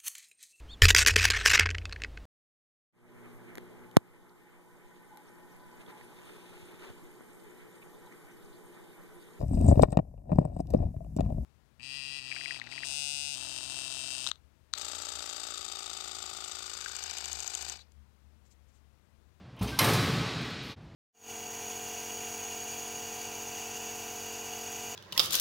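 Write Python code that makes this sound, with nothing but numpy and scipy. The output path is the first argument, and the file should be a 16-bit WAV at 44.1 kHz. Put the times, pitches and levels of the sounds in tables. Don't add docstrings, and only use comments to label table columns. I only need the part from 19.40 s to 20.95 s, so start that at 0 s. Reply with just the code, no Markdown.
import sys
import numpy as np
from scipy import signal
from scipy.fft import rfft, irfft
from scipy.io import wavfile

SR = 44100
rng = np.random.default_rng(int(sys.argv[2]) if len(sys.argv) > 2 else 0)


def wav_out(sig):
    wavfile.write(sys.argv[1], SR, np.round(np.clip(np.atleast_2d(sig).T, -1, 1) * 32767).astype(np.int16))


N = 68355
T, HZ = np.arange(N) / SR, np.fft.rfftfreq(N, 1 / SR)
BANG_S, DUNK_END_S = 0.389, 1.355


def rim(ripple_db):
    # t/s, level/dB, the crack's t60/s (t60 is the time to fade by 60 dB)
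    snaps = [(0.3888, -19, 0.047), (0.3906, -16.5, 0.024), (0.396, -34, 0.029), (0.416, -33.5, 0.05),
             (0.4439, -27.5, 0.11), (0.4856, -33.5, 0.14), (0.533, -31, 0.14)]
    # f/Hz, level/dB
    crack_tone = [(100, -15), (500, -8), (900, 9), (1500, -9), (2200, -2.5), (4500, 4.5), (6200, -1.5),
                  (7800, -6.5), (9100, -4.5), (10200, -1.5), (11300, -6), (12200, 0), (16000, -20.5)]
    # f/Hz, level/dB, t60/s
    steel_notes = [(870, -16.5, .35), (1067, -20, 0.48), (1190, -14.5, 0.41), (2112, -16.5, 0.13),
                   (3050, -19, 0.28), (3330, -36, 0.13), (4070, -12.5, .12), (5004, -13, 0.073),
                   (8400, -21, 0.06), (11240, -10, 0.089), (11500, -11, 0.043), (12600, -27, .1)]
    # t/s, length/s, f/Hz, level/dB
    squeak = (0.305, .075, 1570, -42)
    rise_s, spread_hz = 0.00088, 9
    out = np.zeros(N)
    s, length, hz, db = squeak
    swell = np.hanning(round(length * SR))
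    add(out, s, amp(db) * swell * waver(hz, width_hz=35.5, blur=0.28)[:len(swell)])
    for s, db, crack_t60 in snaps:
        steel = np.zeros(N)
        for hz, note_db, t60 in steel_notes:
            detuned_hz = hz + spread_hz * rng.standard_normal()
            note = np.sin(2 * np.pi * (detuned_hz * T + rng.random()))
            steel += amp(note_db) * note * envelope(rise_s, t60)
        crack = noise(crack_tone, ripple_db) * envelope(rise_s, crack_t60)
        add(out, s, amp(db) * (crack + steel))
    return out


def backboard():
    # f/Hz, level/dB, t60/s
    board_notes = [(108, -25, 1.1), (123.5, -29.5, 2.2), (161.7, -33.5, 2.3), (178.4, -32.5, 1.8),
                   (202.6, -46.5, 0.98), (275.9, -35.5, 2.3), (327, -39, 1.4), (375, -40.5, 0.94),
                   (440, -38, 2.6), (565, -37, 1.2), (736.4, -41, 1.1), (851.5, -44, 2.3),
                   (1063, -40.5, 1.93), (1145, -40.5, 2.7), (1210, -45, 1.7), (1276, -40.5, 2.57),
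                   (1489, -44.5, 3.3), (1922, -50, 4.7), (2431, -50, 5.4), (3885, -48.5, 6.3),
                   (3975, -45, 2.46)]
    out = np.zeros(N)
    for hz, db, t60 in board_notes:
        rise_s = read([(110, 0.07), (800, 0.02)], hz)
        add(out, BANG_S, amp(db) * waver(hz, width_hz=12, blur=0.42) * envelope(rise_s, t60))
    return out


def ball():
    # t/s, level/dB
    thuds = [(0.2097, -23), (0.2217, -31)]
    # f/Hz, level/dB, t60/s
    thud_notes = [(61.8, -6.5, 0.37), (111, 2.5, 0.13), (192, -2, 0.18), (422, -19, 0.49)]
    # f/Hz, level/dB
    slap_tone = [(100, -15), (500, -14), (800, 1), (1200, 2), (1600, -14.5), (3000, -10), (16000, -45)]
    echo_tone = [(30, -38), (70, -7), (130, 2), (300, -6), (600, -16), (1100, -14), (2000, -27),
                 (4000, -26), (7000, -31.5), (16000, -41)]
    out = np.zeros(N)
    thud = ring(thud_notes) * (1 - np.exp(-T / 0.0021))
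    for s, db in thuds:
        slap = amp(-17.5) * noise(slap_tone) * envelope(rise_s=0.0025, t60=0.21)
        echo = amp(-13.5) * hall(echo_tone, rise_s=0.0034)
        add(out, s, amp(db) * (slap + echo - thud))
    return out


def net(ripple_db):
    # t/s, level/dB, rise/s, t60/s
    touch = (0.164, -49, .01, .35)
    brushes = [(0.191, -49.5, 0.0015, 0.14), (0.215, -42, 0.0077, 0.29), (0.275, -32.5, 0.012, 0.12),
               (0.31, -60, 0.006, .25)]
    swishes_and_ticks = [(0.164, -66, 0.0012, .03), (0.224, -43, 0.0026, 0.13), (1.013, -53, .002, 0.053),
                         (1.04, -62, 0.0039, 0.46), (1.1, -59, .002, 0.088), (1.223, -62, 0.0063, 1)]
    # f/Hz, level/dB
    touch_tone = [(30, -30.5), (300, -25.5), (700, -15), (1050, -1.5), (1500, -24), (3000, -13.5),
                  (6000, -45), (16000, -46)]
    brush_tone = [(200, -15), (1000, -23), (2000, 5.5), (3300, 5), (5500, -2.5), (7300, -31), (9000, -7),
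                  (16000, -18)]
    thin_tone = [(1000, -19.5), (6000, -7), (11000, 0.5), (14000, -0.5), (16000, -8)]
    # f/Hz, level/dB, t60/s
    hook_notes = [(2690, -24, .4), (3140, -9.5, 0.1), (3350, -28, 0.16), (3800, -22, .3),
                  (4990, -21.5, 0.48), (5720, -28.5, 0.238), (6150, -11, 0.09)]
    out, hooks = np.zeros(N), ring(hook_notes)
    s, db, rise_s, t60 = touch
    add(out, s, amp(db) * noise(touch_tone, ripple_db) * envelope(rise_s, t60))
    for s, db, rise_s, t60 in brushes:
        rub = noise(brush_tone, ripple_db) * envelope(rise_s, t60)
        echo = amp(-14.5) * hall(brush_tone, rise_s=0.026)
        add(out, s, amp(db) * (rub + hooks + echo))
    for s, db, rise_s, t60 in swishes_and_ticks:
        add(out, s, amp(db) * noise(thin_tone, ripple_db) * envelope(rise_s, t60))
    return out


def bang_echo():
    # f/Hz, level/dB
    early_tone = [(30, -32), (70, -9), (120, -6), (250, 5), (500, 2), (1200, -5), (1600, -2.5),
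                  (2200, -4.5), (4200, -13.5), (5200, -11), (7400, -22), (9200, -12.5), (10300, -26),
                  (11300, -12), (12200, -29), (13200, -14.5), (16000, -23.5)]
    late_tone = [(30, -29), (60, -5.5), (130, 12), (250, 3.5), (600, -6), (1300, -6), (2000, -7.5),
                 (2900, -9.5), (4100, -10.5), (5500, -15), (7500, -20), (10000, -23.5), (16000, -42)]
    early = reflections(early_tone, rises=[(150, 0.075), (1500, 0.0034)], t60s=[(3000, 0.92), (12000, 1)])
    late = hall(late_tone, rise_s=0.057)
    out = np.zeros(N)
    add(out, BANG_S, amp(-23.5) * early + amp(-24.5) * late)
    return out


def feet():
    # t/s, level/dB, t60/s
    steps = [(0.76, -29.5, 0.28), (1.005, -36, 0.36), (1.41, -50, 0.56)]
    # f/Hz, level/dB
    floor_tone = [(30, -29), (62, -4.5), (85, -6), (125, 4), (200, -3.5), (300, -3.5), (600, -25.5),
                  (2000, -38), (16000, -54)]
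    out = np.zeros(N)
    for s, db, t60 in steps:
        add(out, s, amp(db) * noise(floor_tone) * envelope(rise_s=0.008, t60=t60))
    return out


def hall(tone, rise_s):
    # f/Hz, t60/s
    fade_times = [(60, 2.7), (150, 2.38), (500, 2.97), (1300, 2.64), (4000, 4.19), (7000, 2.4),
                  (12000, 1.25), (16000, 1.4)]
    return reflections(tone, [(1, rise_s)], fade_times)


def reflections(tone, rises, t60s):
    centres = np.geomspace(50, 16000, 14)
    spectrum = rfft(noise(tone, ripple(db=1.66, width_hz=30)))
    out = np.zeros(N)
    for hz, this_band in zip(centres, np.eye(len(centres))):
        band_gain = np.interp(np.log(HZ + 1), np.log(centres), this_band)
        out += irfft(spectrum * band_gain, N) * envelope(read(rises, hz), read(t60s, hz))
    return out


def ventilation():
    # f/Hz, level/dB
    hum_tone = [(15, -48.5), (25, -44), (48, -12.5), (127, -3.5), (157, -8.5), (293, -18), (335, -17.5),
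                (373, -24), (416, -23.5), (624, -23), (695, -25), (4370, -38), (16000, -70.5)]
    return amp(-49.5) * noise(hum_tone)


def amp(db):
    return 10 ** (np.asarray(db) / 20)


def read(points, hz):
    f, value = np.transpose(points)
    return np.interp(np.log(hz + 1), np.log(f + 1), value)


def add(mix, s, sound):
    part = mix[round(s * SR):][:len(sound)]
    part += sound[:len(part)]


def noise(tone, ripple_db=0):
    phases = np.exp(2j * np.pi * rng.random(len(HZ)))
    x = irfft(phases * amp(read(tone, HZ) + ripple_db), N)
    return x / x.std()


def envelope(rise_s, t60):
    return (1 - np.exp(-T / rise_s)) * np.exp(-np.log(1000) * T / t60)


def ring(notes):
    return sum(amp(db - 60 * T / t60) * np.sin(2 * np.pi * hz * T) for hz, db, t60 in notes)


def ripple(db, width_hz):
    smoothing = np.exp(-(np.arange(len(HZ)) / SR * width_hz) ** 2)
    bumps = irfft(rfft(rng.standard_normal(N)) * smoothing, N)[:len(HZ)]
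    return db * bumps / bumps.std() * HZ / (HZ + 800)


def waver(hz, width_hz, blur):
    flutter = irfft(np.exp(2j * np.pi * rng.random(len(HZ)) - ((HZ - hz) / width_hz) ** 2), N)
    return np.sin(2 * np.pi * (hz * T + rng.random())) + blur * flutter / flutter.std()


def scene():
    hoop_ripple = ripple(db=3.6, width_hz=60)
    dunk = ball() + net(hoop_ripple) + rim(hoop_ripple) + backboard() + bang_echo()
    mono = dunk * (T < DUNK_END_S) + feet() + ventilation()
    return np.array([mono, mono])


def record(dry):
    # t/s, gain
    dip = [(1.32, 1), (1.342, .3), (1.351, .06), (1.359, .1), (1.371, 1)]
    low_cut_hz, high_cut_hz = 42.4, 15900
    thinned = signal.sosfilt(signal.butter(4, low_cut_hz, "high", fs=SR, output="sos"), dry)
    dipped = thinned * np.interp(T, *np.transpose(dip))
    treble_cut = signal.firwin(511, high_cut_hz, window=("kaiser", 9), fs=SR)
    return signal.oaconvolve(dipped, treble_cut[None], "same")


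dry = scene()
out = record(dry)
wav_out(out)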